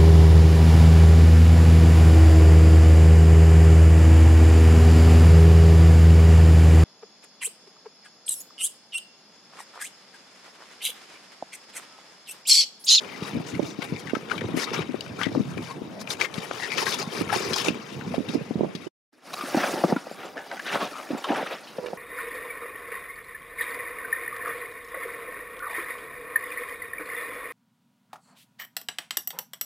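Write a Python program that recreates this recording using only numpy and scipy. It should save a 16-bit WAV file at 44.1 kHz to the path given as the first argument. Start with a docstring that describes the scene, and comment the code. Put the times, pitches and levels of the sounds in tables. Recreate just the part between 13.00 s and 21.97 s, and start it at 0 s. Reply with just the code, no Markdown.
"""A quiet, snowed-in neighbourhood. Someone walks through fresh, softly creaking snow while nylon
sleeves swish against a jacket on the left. Dull thuds come from footsteps or handling of the camera.
Near six seconds the sound cuts out briefly. It fades back in as a plastic sled is pulled past
close by, surging between the puller's steps. Snow grains break under the shell and make it drum,
loose powder hisses aside, and gear on the sled clacks and tinkles."""
import sys
import numpy as np
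from scipy import signal
from scipy.io import wavfile
from scipy.ndimage import uniform_filter1d

SR = 44100
rng = np.random.default_rng(int(sys.argv[2]) if len(sys.argv) > 2 else 0)


def transcribe(u):
    """Save the signal u as a 16-bit wav file named by the first command-line argument.

    u: samples, shape (n,) or (channels, n), limited to [-1, 1]; the rate is SR.
    q: integer samples, one column per channel.
    """
    v = np.clip(np.atleast_2d(u).T, -1, 1)
    q = np.round(v * 32767).astype(np.int16)
    wavfile.write(sys.argv[1], SR, q)


N = 395697
TIME = np.arange(N) / SR
SLED_FROM_S = 6.0   # the walk gives way to the sled while the sound is out

# Tone colours: how strong each pitch is. Each row: frequency in Hz, relative level in dB.
AIR_COLOUR = [(40, -38), (183, 4.5), (461, 1.5), (1160, -11), (5050, -21), (7710, -35.5), (10700, -36.5),
              (13700, -42.5), (15500, -60)]
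SNOW_COLOUR = [(26, -55), (45, -44.5), (80, -29.5), (112, 4.5), (188, 4.5), (363, -1), (686, -18.5),
               (1000, -24), (1300, -38.5), (2200, -120)]
JACKET_COLOUR = [(260, -28.5), (450, 3), (600, -11.5), (826, -4.5), (1180, -6), (1890, -13), (3420, -14.5),
                 (4880, -8.5), (7390, -17.5), (9510, -18.5), (15500, -34)]
SLED_COLOUR = [(41, -72), (70, -57), (150, -16.5), (230, -5), (420, 1), (595, -1), (822, -2), (1620, -7),
               (2850, -13), (5800, -22.5), (7690, -30), (11000, -23.5), (15500, -39.5)]
# Where a sound sits. Each row: frequency in Hz, side in dB (above zero is left, below is right).
AIR_SIDE = [(300, -1.5), (2400, 6.5), (15000, 1)]
JACKET_SIDE = [(500, -0.5), (800, 0.5), (1300, 12), (2400, 19), (4400, 5.5), (8000, 7), (15000, 1)]
CENTRE = [(100, -1.1), (1000, 0.87), (10000, 0)]
# How alike left and right are. Each row: frequency in Hz, likeness from 0 (unrelated) to 1 (same).
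AIR_LIKENESS = [(100, 0.8), (3000, 0.1), (15000, 0.21)]
WALK_LIKENESS = [(100, 0.85), (300, 0.62), (1400, 0.085), (3000, 0.94), (6500, 0.35), (12000, 0.0)]
SLED_LIKENESS = [(100, 0.97), (7000, 0.92), (15000, 0.5)]

# Hits on plastic gear and on a small metal clip. Each row: start in seconds, level in dB.
GEAR_HITS = [(6.333, -35), (6.338, -30), (6.342, -30.5)]
CLIP_HITS = [(7.117, -51), (7.255, -52), (8.179, -45)]
# The tones they ring with. Each row: pitch in Hz, relative level in dB, ring time in cycles.
GEAR_TONES = [(756, -2, 3.7), (1090, 3, 6.8), (2430, -3, 2), (3970, 1.5, 5.9), (9500, -13, 1.8)]
CLIP_TONES = [(7300, 0, 90), (4540, -4, 73)]
# Nylon and sled plastic squeak.
# Each row: middle in seconds, level in dB, pitch in Hz, fade time in seconds, side in dB.
SQUEAKS = [(0.122, -47.5, 2200, 0.075, 14), (0.547, -40.5, 2190, 0.011, 15),
           (0.964, -45.5, 2236, 0.028, 17), (1.316, -25.5, 1365, 0.0063, 12), (2.212, -33, 1480, 0.016, 15),
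           (2.715, -40, 1030, 0.022, 10), (3.644, -34, 1917, 0.032, 14), (3.725, -34.5, 2330, 0.022, 15),
           (4.335, -27, 848, 0.014, 6.5), (6.39, -39.5, 1260, 0.022, 3.5), (6.42, -32.5, 1186, 0.02, 3.5),
           (7.969, -39, 1250, 0.05, 5), (8.866, -35, 477.5, 0.072, -10.5)]
# Crisp rasps of cloth and snow crust.
# Each row: peak time in seconds, level in dB, rough pitch in Hz, base length in seconds.
RASPS = [(0.54, -42, 2190, 0.0075), (0.819, -32, 2430, 0.0027), (1.07, -35.5, 2210, 0.0054),
         (1.096, -33.5, 2500, 0.0038), (1.151, -23.5, 1490, 0.0022), (1.298, -34, 1960, 0.003),
         (1.309, -31, 1670, 0.0079), (1.379, -30.5, 2530, 0.0033), (1.409, -31.5, 2300, 0.0034),
         (1.64, -30, 4700, 0.0035), (2.008, -26, 4270, 0.00084), (2.063, -32.5, 1570, 0.0005),
         (2.214, -22.5, 1910, 0.0019), (2.232, -23, 2530, 0.003), (2.253, -30.5, 2360, 0.0057),
         (2.576, -32.5, 2300, 0.0018), (3.072, -33.5, 2520, 0.0029), (3.104, -26, 4330, 0.0026),
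         (3.211, -19, 2770, 0.0049), (3.247, -26.5, 2510, 0.004), (3.34, -32.5, 3530, 0.0019),
         (3.51, -25.5, 1580, 0.0016), (3.719, -23.5, 3020, 0.0013), (3.78, -24.5, 2970, 0.0049),
         (3.866, -25, 1940, 0.0066), (3.924, -28.5, 3620, 0.0079), (4.291, -30.5, 1930, 0.017),
         (4.33, -23.5, 1600, 0.0029), (4.533, -21, 3900, 0.0032), (4.581, -32, 3880, 0.019),
         (4.683, -22.5, 3170, 0.0037), (5.01, -36.5, 1780, 0.0026), (5.287, -32.5, 3740, 0.0026),
         (5.751, -34.5, 3900, 0.0027), (6.63, -22.5, 1400, 0.0035), (6.637, -23, 1630, 0.0035),
         (6.84, -24.5, 1270, 0.0029), (6.961, -26, 1100, 0.0046), (7.371, -35, 1853, 0.014),
         (7.514, -28.5, 2120, 0.002), (7.569, -33, 1880, 0.0025), (7.594, -25, 1890, 0.0017),
         (7.727, -27, 2630, 0.0036), (7.81, -27.5, 1500, 0.007), (7.827, -42, 4500, 0.015),
         (8.24, -31, 3420, 0.0056), (8.243, -26, 1153, 0.0049), (8.359, -27.5, 1600, .005),
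         (8.672, -44, 3340, 0.011), (8.861, -37.5, 2950, 0.0052)]
# Dull, short thuds with a falling pitch, from footsteps or handling of the camera.
# Each row: loudest moment in seconds, level in dB, pitch in Hz, side in dB, length in cycles.
THUDS = [(0.224, -27, 217.5, 2, 0.82), (0.353, -27, 257.3, 25, 1.6), (0.372, -23, 250, 10, 1.16),
         (0.596, -18.5, 408, -21, 1.4), (0.63, -26, 332, -29, 1.9), (0.791, -26.5, 305, 24, 1.1),
         (0.925, -23, 220, 6, 0.94), (1.135, -18.5, 303, -19, 0.86), (1.169, -25, 280, -10, 0.62),
         (1.49, -29, 325, 19, 0.73), (1.546, -24, 280, 12, 2), (1.575, -23, 356, 27, 1.3),
         (1.792, -25.5, 420, 15, 1.4), (1.897, -29, 300, 31, 3), (1.944, -22.5, 391.5, 34, 1.1),
         (2.27, -19.5, 296, 28.5, 0.96), (2.352, -22, 606.5, 13, 0.6), (2.36, -24, 320, 24, 2.5),
         (2.378, -21.5, 291, 26, 1.65), (2.406, -23, 240, 32, 2.3), (2.574, -25, 322, 21.5, 0.53),
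         (2.821, -27.5, 313, 19, 0.65), (3.383, -27.5, 220, 10, 0.95), (3.512, -26, 690, 2, 1.2),
         (4.076, -32, 202, -3, 1.1), (4.212, -23, 343, -30, 1.9), (4.363, -24, 453, -29, 2),
         (4.685, -20.5, 366.4, -38, 2.2), (4.707, -24, 261, -7.5, 0.8), (5.143, -25, 710, 7, 2.2),
         (5.183, -18.5, 286, -15, 0.85), (5.208, -24, 297, -21, 0.69), (5.298, -28, 271, -22, 1),
         (5.348, -25.5, 327, -23, 0.77), (5.357, -19, 327, -28, 1.5), (5.51, -23, 303, 16, 1.27),
         (5.558, -21, 226, -7, 0.86), (5.61, -18.5, 435, -20, 1.4), (5.635, -21, 422, -26, 1.8),
         (5.647, -29, 707, -25, 2.8), (5.753, -30.5, 231, -7, 0.93), (5.87, -32, 397.5, -25, 2.4),
         (6.439, -32.5, 311.6, 3, 2.2), (6.547, -14, 727, -1.5, 0.94), (6.551, -18, 362, -1, 2.47),
         (6.573, -17.5, 296, 1, 1.1), (6.576, -25, 740, -1, 3.9), (6.642, -23, 667, 1, 2.6),
         (6.741, -23, 390, -1.5, 1.8), (6.84, -12.5, 668, 1.5, 1.7), (6.846, -13, 374, 1, 1.45),
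         (6.902, -23, 422, -3, 1), (6.925, -14.5, 560.6, 1, 1.5), (6.929, -20.5, 240, -1, 1.6),
         (6.966, -20, 324, -1, 1.23), (7.071, -31.5, 598, 1, 2.1), (7.115, -29.5, 567, 3, 1.3),
         (7.255, -30.5, 482, -1, 1.1), (7.758, -20, 655, -0.5, 1.86), (8.107, -24.5, 340, -1, 2.1),
         (8.135, -26, 280, -5, 2.1), (8.151, -25.5, 308, 0, 1), (8.307, -19, 330.5, -2, 1.2),
         (8.429, -25.5, 570, -1, 2.7), (8.787, -24, 559, 1, 2.65), (8.933, -24, 561, -3, 1.5)]

# The walker's weight presses into the snow. Each row: start in seconds, hold in seconds, level in dB.
TREADS = [(0.35, 0.058, -36.5), (0.53, 0.14, -38), (0.91, 0.039, -41.5), (1.32, 0.24, -39.5),
          (1.72, 0.11, -39.5), (2.07, 0.28, -45.5), (2.29, 0.12, -35), (2.48, 0.17, -41.5),
          (2.76, 0.22, -47), (3.78, 0.41, -53.5), (4.17, 0.17, -40), (4.35, 0.17, -37.5),
          (4.6, 0.17, -41.5), (4.93, 0.15, -38.5), (5.1, 0.09, -41), (5.29, 0.13, -37), (5.58, 0.1, -35.5)]
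# A sleeve sweeps along the jacket.
# Each row: start in seconds, hold in seconds, rubbing level in dB, hiss in dB above the rubbing.
SWISHES = [(0, 0.23, -52.5, -6), (0.234, 0.061, -42.5, -6), (0.312, 0.03, -47.5, -8),
           (0.467, 0.035, -46, -4), (0.625, 0.089, -51, -0.5), (0.821, 0.024, -41.5, -5),
           (0.98, 0.029, -53, 0), (1.298, 0.075, -46.5, -7.5), (1.433, 0.18, -50, -16),
           (1.575, 0.067, -36.5, -3), (1.673, 0.034, -40, -19), (1.738, 0.014, -33, -7.5),
           (1.764, 0.06, -39, -13.5), (2.191, 0.047, -44, -8), (2.632, 0.093, -51, -2),
           (3.014, 0.0036, -45, 0), (3.102, 0.032, -40, 0), (3.202, 0.045, -37.5, -4),
           (3.345, 0.11, -45, -4), (3.533, 0.29, -44.5, -3.5), (3.776, 0.058, -34, -2.5),
           (3.862, 0.087, -37, 0), (3.989, 0.038, -38, 1.5), (4.119, 0.1, -41.5, -2.5),
           (4.328, 0.047, -35.5, -1), (4.387, 0.15, -39.5, -3.5), (4.564, 0.055, -36, 2.5),
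           (4.648, 0.038, -36.5, -2), (5.143, 0.02, -46, -6), (5.287, 0.072, -49, -4.5)]
# The jacket's rustle between swishes. Each row: time in seconds, base level in dB.
RUSTLE = [(0, -47.5), (2.6, -48), (2.9, -54.5), (3.5, -45), (4.3, -43), (4.6, -43.5), (5.0, -46.5),
          (5.7, -52.5), (5.87, -49)]
# The rope tightens and the sled surges.
# Each row: start in seconds, hold in seconds, scrape level in dB, rumble in dB above the scrape.
SURGES = [(6.44, 0.18, -41, -7), (6.58, 0.086, -35.5, 2.5), (6.671, 0.02, -35.5, 3.5),
          (6.736, 0.07, -40.5, 7), (6.894, 0.016, -40.5, 12.5), (7.194, 0.08, -45.5, 1),
          (7.369, 0.011, -46.5, 10), (7.512, 0.034, -46.5, 5), (7.67, 0.035, -33.5, -11),
          (7.734, 0.022, -29, 0), (7.809, 0.036, -33, 1), (8.106, 0.078, -45.5, 4.5), (8.29, .035, -36, 7),
          (8.347, 0.069, -37, 4), (8.465, 0.008, -36.5, -7.5), (8.514, 0.018, -34, -2.5)]
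# The sled's glide between surges. Each row: time in seconds, base level in dB.
GLIDE = [(6.2, -53.5), (6.4, -49), (6.65, -42.5), (6.99, -52), (7.35, -57.5), (7.7, -49.5), (8.0, -50),
         (8.45, -52.5), (8.65, -54), (8.96, -56.5)]
# The rider's hand ploughs through powder. Each row: start in seconds, hold in seconds, level in dB.
PLOUGHS = [(6.36, 0.55, -47.5), (6.59, 0.13, -42.5), (7.73, .025, -48)]

# The hollow tone of the close pass, likely from the sled's shell and the bounce off the ground.
# Each row: frequency in Hz, width in Hz, boost or cut in dB.
HOLLOW_PEAKS = [(180, 41, 2.5), (280, 59, 1), (428, 150, -4), (570, 66, 2.5), (760, 66, 3.5),
                (1035, 180, -4.5)]
# The microphone's casing colours the treble. Each row: frequency in Hz, width in Hz, boost or cut in dB.
CASING_PEAKS = [(3730, 110, 2), (4240, 610, -2), (4740, 156, 1), (8000, 800, -2)]
# The sound cuts out and fades back in. 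Each row: time in seconds, gain in dB.
DROPOUT = [(5.878, 5), (5.895, -35), (5.93, -84), (6.11, -78), (6.13, -14), (6.21, -14), (6.27, -1),
           (6.33, 2)]


def from_db(db):
    """Turn decibels into a number to multiply by."""
    return 10 ** (np.asarray(db) / 20)


def rms_one(x):
    """Scale a sound so that its average power is one."""
    return x / np.sqrt(np.mean(x ** 2) + 1e-20)


def in_time(rows):
    """Join (seconds, value) points into a curve with a value for every sample."""
    return np.interp(TIME, *np.transpose(rows))


def at_hz(rows, hz):
    """Read a table at one frequency, with octaves evenly spaced."""
    frequencies, values = np.transpose(rows)
    return np.interp(np.log(hz), np.log(frequencies), values)


def band(x, low_hz, high_hz):
    """Keep what lies between two frequencies, with soft edges."""
    edges = np.clip([low_hz, high_hz], [10, 20], [.44 * SR, .45 * SR])
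    return signal.sosfilt(signal.butter(2, edges, "band", fs=SR, output="sos"), x + 1e-18)


def ring(x, hz, cycles):
    """Make a sound ring on at one pitch, fading over the given cycles."""
    angle = 2 * np.pi * min(hz, .45 * SR) / SR
    decay = np.exp(-angle / (2 * np.pi * cycles))
    return signal.lfilter([1, 0, -1], [1, -2 * decay * np.cos(angle), decay * decay], x + 1e-18)


def peaked(x, peaks):
    """Boost or cut a few narrow frequency bands."""
    for hz, width_hz, db in peaks:
        narrow = signal.lfilter(*signal.iirpeak(hz, hz / width_hz, fs=SR), x + 1e-18)
        x = x + (from_db(db) - 1) * narrow
    return x


def pan(side_db):
    """Left and right gains that move a sound sideways and keep its power."""
    return rms_one(from_db(np.array([[.5], [-.5]]) * side_db))


def drift(rate_hz):
    """A smooth random wobble, about one unit in size."""
    decay = np.exp(-2 * np.pi * rate_hz * 40 / SR)   # one value every 40 samples
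    noise = rng.standard_normal(N // 40 + 2002)
    slow = signal.lfilter([1], [1, -2 * decay, decay * decay], noise)[2000:]
    return np.interp(np.arange(N) / 40, np.arange(len(slow)), rms_one(slow))


def grains(per_s, spread_db, smooth):
    """Four separate streams of tiny, uneven snaps over smooth rubbing noise."""
    shape = (2, 2, N)
    noise = rng.standard_normal(shape)
    snaps = rng.random(shape) < per_s / SR
    sizes = from_db(spread_db * np.minimum(rng.exponential(1, shape), 4))
    return rms_one(rms_one(snaps * sizes * np.sign(noise)) + smooth * noise)


def coloured(streams, colour, likeness, side, flicker_db, flicker_hz):
    """Split noise into half-octave stereo bands that each flicker; gives (Hz, sound) pairs."""
    edges, bands = 31.25 * 2 ** np.arange(0, 9.1, .5), []
    for k, (low, high) in enumerate(zip(edges, edges[1:])):
        hz = np.sqrt(low * high)
        if colour[0][0] / 2 < hz < colour[-1][0] * 2:
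            shared, apart = band(streams[k % 2], low, high)
            alike = np.clip(at_hz(likeness, hz), -1, 1)
            stereo = np.sqrt(1 + alike) * shared + np.sqrt(1 - alike) * apart * [[1], [-1]]
            gain = from_db(at_hz(colour, hz) + flicker_db * drift(flicker_hz))
            bands.append((hz, stereo * pan(at_hz(side, hz)) * gain))
    return bands


def crackles(colour, side, per_s, ring_s, spread_db):
    """Crumbs or creases click and ring, low ones for longer; gives (Hz, sound) pairs."""
    pitches, bands = np.geomspace(1050, 7000, num=36), []
    count = max(round(per_s * N / SR / len(pitches)), 1)
    for hz in pitches * rng.uniform(.97, 1.03, len(pitches)):
        when, size = rng.random((600, 2))[:count].T
        clicks = np.zeros(N)
        clicks[(when * N).astype(int)] = from_db(spread_db * size ** 2)
        cycles = ring_s * np.sqrt(2000 * hz)   # ring_s is the fade time at 2000 Hz
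        tone = rms_one(ring(clicks, hz, cycles)) * np.sqrt(hz)
        bands.append((hz, tone * from_db(at_hz(colour, hz)) * pan(at_hz(side, hz))))
    return bands


def mix_bands(bands, low_hz=0, high_hz=SR):
    """Add up the bands in one frequency range, at a power of one."""
    return rms_one(sum(x for hz, x in bands if low_hz <= hz < high_hz))


def effort(moves, attack_s, release_s, resting_db):
    """A loudness curve: each move (start, hold, dB) swells, holds and sinks back to rest."""
    t, power = TIME[::40], 0
    for start, hold, db in moves:
        fade = np.maximum(start - t, 0) / attack_s + np.maximum(t - start - hold, 0) / release_s
        power = power + (from_db(db) * np.exp(-fade)) ** 2
    return np.sqrt(np.interp(TIME, t, power) + from_db(resting_db) ** 2)


def add(out, burst, start_s, level_db, length_s):
    """Mix in a short sound with as much energy as level_db held for length_s."""
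    power = np.mean(burst ** 2, axis=0)
    scaled = burst * from_db(level_db) * np.sqrt(length_s * SR / power.sum())
    start = round(start_s * SR)
    first, last = max(start, 0), min(start + len(power), N)
    out[:, first:last] += scaled[:, first - start:last - start]


def air(walk_db=-49, sled_db=-53.5):
    """The soft hush of the neighbourhood, a little quieter once the sled is heard."""
    noise = rng.standard_normal((2, 2, N))
    bands = coloured(noise, AIR_COLOUR, AIR_LIKENESS, AIR_SIDE, flicker_db=3.5, flicker_hz=2.1)
    return from_db(np.where(TIME < SLED_FROM_S, walk_db, sled_db)) * mix_bands(bands)


def struck_object(hits, tones, contact_s):
    """Each hit is a short, rough touch that sets the object's own tones ringing."""
    out, t = np.zeros((2, N)), np.arange(3000) / SR
    for start, db in hits:
        contact = rng.standard_normal(len(t)) * np.exp(-t / contact_s)
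        sound = sum(from_db(tone_db) * rms_one(ring(contact, hz, cycles)) for hz, tone_db, cycles in tones)
        add(out, sound * pan(0), start, db, 2 * contact_s)
    return out


def squeaks(wander=0.0797, lumpy_db=6.5, scratchy=0.23, octave_db=-14):
    """Nylon or plastic sticks and slips so fast that it makes a rough, wavering note."""
    out, t = np.zeros((2, N)), np.arange(-5000, 5000) / SR
    knots = t[::100]
    for middle, db, hz, length, side_db in SQUEAKS:
        waver, lumps = (np.interp(t, knots, row) for row in rng.standard_normal((2, len(knots))))
        phase = 2 * np.pi * np.cumsum(hz * (1 + wander * waver)) / SR
        tone = rms_one(np.sin(phase) + from_db(octave_db) * np.sin(2 * phase))
        scratch = rms_one(band(rng.standard_normal(len(t)), hz, 3.1 * hz))
        swell = from_db(lumpy_db * lumps) * np.exp(-(t / length) ** 2)
        add(out, (tone + scratchy * scratch) * swell * pan(side_db), middle + t[0], db, length)
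    return out


def rasps(spread=1.74, lumpy_db=3.5, rise=0.034, fall=2.6, ring_db=4, top_db=-19):
    """Cloth or snow crust gives a sudden rush of crackles that rings at three random pitches."""
    out, t = np.zeros((2, N)), np.arange(-1000, 4000) / SR
    knots = t[::50]
    for peak, db, hz, length in RASPS:
        noise = rng.standard_normal((3, len(t)))   # shared, left, right
        lumps = from_db(lumpy_db * np.interp(t, knots, rng.standard_normal(len(knots))))
        swell = np.exp(-np.abs(t) / (length * np.where(t < 0, rise, fall)))
        crackle = (noise[0] + 0.24 * noise[1:]) * lumps * swell
        rush = rms_one(band(crackle, hz / spread ** 2, hz * spread / 1.11))
        pitches = hz * np.exp(rng.normal(-0.11, .18, size=3))
        ringing = rms_one(sum(rms_one(ring(rush, pitch, cycles=7.2)) for pitch in pitches))
        top = rms_one(band(crackle, hz, 3 * hz))
        rasp = rush + from_db(ring_db) * ringing + from_db(top_db) * top
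        side_db = 0 if peak > SLED_FROM_S else 17   # centred at the sled, left at the walker
        add(out, rasp * pan(side_db), peak + t[0], db, length)
    return out


def thuds(rise=0.15, fall=0.7, pitch_drop=0.23, overtone=1.7, jolts_per_s=300, settle_s=0.013,
          firm_db=-19, thump_hz=185, overtone_db=-11, thump_db=-9, grit_db=-20):
    """Footsteps or handling of the camera make dull, short thuds that fall in pitch."""
    out, t = np.zeros((2, N)), np.arange(-900, 3000) / SR
    elapsed = t - t[0]
    for peak, db, hz, side_db, cycles in THUDS:
        length = cycles / hz
        force_db = 0.53 * (db - firm_db)   # louder thuds reach both deeper and higher
        swell = np.exp(-np.logaddexp(-t / (rise * length), t / (fall * length)))
        turns = np.cumsum(hz * (1 - pitch_drop * np.tanh(t / length))) / SR
        low, high = np.sin(2 * np.pi * (np.outer([1, overtone], turns) + rng.random((2, 1))))
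        tone = swell * (low + from_db(overtone_db + force_db) * high)
        # one main jolt and a few smaller ones after it each set off the tone
        jolting = rng.random((3, len(t))) < jolts_per_s / SR   # shared, left, right
        small = jolting * rng.standard_normal((3, len(t))) * np.exp(-elapsed / settle_s)
        jolts = (elapsed == 0) + 0.2 * small[0] + 0.29 * small[1:]
        knock = rms_one(signal.fftconvolve(jolts, tone[None], axes=1)[:, :len(t)])
        thump = rms_one(band(t == 0, 0.84 * thump_hz, 1.45 * thump_hz))
        grit = rms_one(band(rng.standard_normal(len(t)) * swell, 2 * hz, 2.46 * hz))
        thud = knock + from_db(thump_db + force_db) * thump + from_db(grit_db + force_db) * grit
        thud = band(thud, 120, 12980) * pan(side_db)
        power = uniform_filter1d(np.mean(thud ** 2, axis=0), size=60)
        add(out, thud, peak - np.argmax(power) / SR, db, length)
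    return out


def packing_snow():
    """Snow creaks softly as the walker's weight presses down on it."""
    weight = effort(TREADS, attack_s=0.015, release_s=0.03, resting_db=-50.5)
    snaps = grains(per_s=260, spread_db=4.7, smooth=0.077)
    creak = coloured(snaps, SNOW_COLOUR, WALK_LIKENESS, CENTRE, flicker_db=4.0, flicker_hz=8.2)
    return weight * mix_bands(creak) * (TIME < SLED_FROM_S)


def jacket(attack_s=0.009, release_s=0.01, nylon_hz=2320, nylon_db=-5, body_db=-2.5):
    """Nylon sleeves rub and crinkle against the jacket at each swing of an arm."""
    rustle_db = in_time(RUSTLE)
    rub_moves = [row[:3] for row in SWISHES]
    hiss_moves = [(start, hold, db + hiss_db) for start, hold, db, hiss_db in SWISHES]
    rubbing = effort(rub_moves, attack_s, release_s, rustle_db - 3.5)
    hissing = effort(hiss_moves, attack_s, release_s, rustle_db - 10.5)
    weave = grains(per_s=3500, spread_db=2.5, smooth=0.72) * from_db(1.7 * drift(92))
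    cloth = coloured(weave, JACKET_COLOUR, WALK_LIKENESS, JACKET_SIDE, flicker_db=3.0, flicker_hz=18.7)
    creases = crackles(JACKET_COLOUR, JACKET_SIDE, per_s=700, ring_s=0.006, spread_db=11.5)
    body = from_db(body_db) * mix_bands(cloth, 0, 1000)
    rub = rms_one(mix_bands(cloth, 1000, 4000) + 0.97 * mix_bands(creases, 1000, 4000))
    singing = rms_one(ring(rub, nylon_hz, cycles=1.1))   # the tight weave sings at one pitch
    rub = rms_one(rub + from_db(nylon_db) * singing)
    hiss = rms_one(mix_bands(cloth, 4000) + 0.45 * mix_bands(creases, 4000))
    return (rubbing * (body + rub) + hissing * hiss) * (TIME < SLED_FROM_S)


def sled(attack_s=0.015, release_s=0.025, spray_db=-17):
    """Snow grains break under the drumming plastic shell; surges and a trailing hand spray powder."""
    glide_db = in_time(GLIDE)
    scrape_moves = [row[:3] for row in SURGES]
    rumble_moves = [(start, hold, db + rumble_db) for start, hold, db, rumble_db in SURGES]
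    scraping = effort(scrape_moves, attack_s, release_s, glide_db + 3.5)
    drumming = effort(rumble_moves, attack_s, release_s, glide_db + 3)
    ploughing = effort(PLOUGHS, attack_s=0.079, release_s=0.022, resting_db=glide_db - 2)
    spraying = np.hypot(from_db(spray_db) * scraping, ploughing)
    snaps = grains(per_s=2200, spread_db=1.15, smooth=0.75) * from_db(0.73 * drift(61))
    sliding = coloured(snaps, SLED_COLOUR, SLED_LIKENESS, CENTRE, flicker_db=2.5, flicker_hz=24)
    crumbs = crackles(SLED_COLOUR, CENTRE, per_s=480, ring_s=0.0048, spread_db=12.5)
    shell = mix_bands(sliding, 0, 1000)
    scrape = rms_one(mix_bands(sliding, 1000, 4000) + 0.69 * mix_bands(crumbs, 1000, 4000))
    powder = rms_one(mix_bands(sliding, 4000) + 0.51 * mix_bands(crumbs, 4000))
    return (drumming * shell + scraping * scrape + spraying * powder) * (TIME > SLED_FROM_S)


def scene():
    """Mix all the sources. 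Snow swallows the echoes; only the close pass gets a hollow tone."""
    clacks = struck_object(GEAR_HITS, GEAR_TONES, contact_s=0.0018)
    tinkles = struck_object(CLIP_HITS, CLIP_TONES, contact_s=0.0041)
    thudding, close = thuds(), TIME > SLED_FROM_S
    close_pass = peaked(thudding * close + sled(), HOLLOW_PEAKS)
    small_sounds = rasps() + squeaks() + clacks + tinkles
    walk = thudding * ~close + packing_snow() + jacket()
    return walk + close_pass + small_sounds + air()


def record(dry, bass_hz=55, notch_hz=7500, top_hz=15700):
    """The recorder thins the deep bass, colours the treble, cuts out once and trims the very top."""
    thinned = signal.sosfilt(signal.butter(2, bass_hz, "high", fs=SR, output="sos"), dry)
    notched = signal.lfilter(*signal.iirnotch(notch_hz, 30, fs=SR), peaked(thinned, CASING_PEAKS))
    interrupted = notched * from_db(in_time(DROPOUT))
    return signal.sosfilt(signal.ellip(10, .2, 80, top_hz, fs=SR, output="sos"), interrupted)


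dry = scene()
out = record(dry)
transcribe(out)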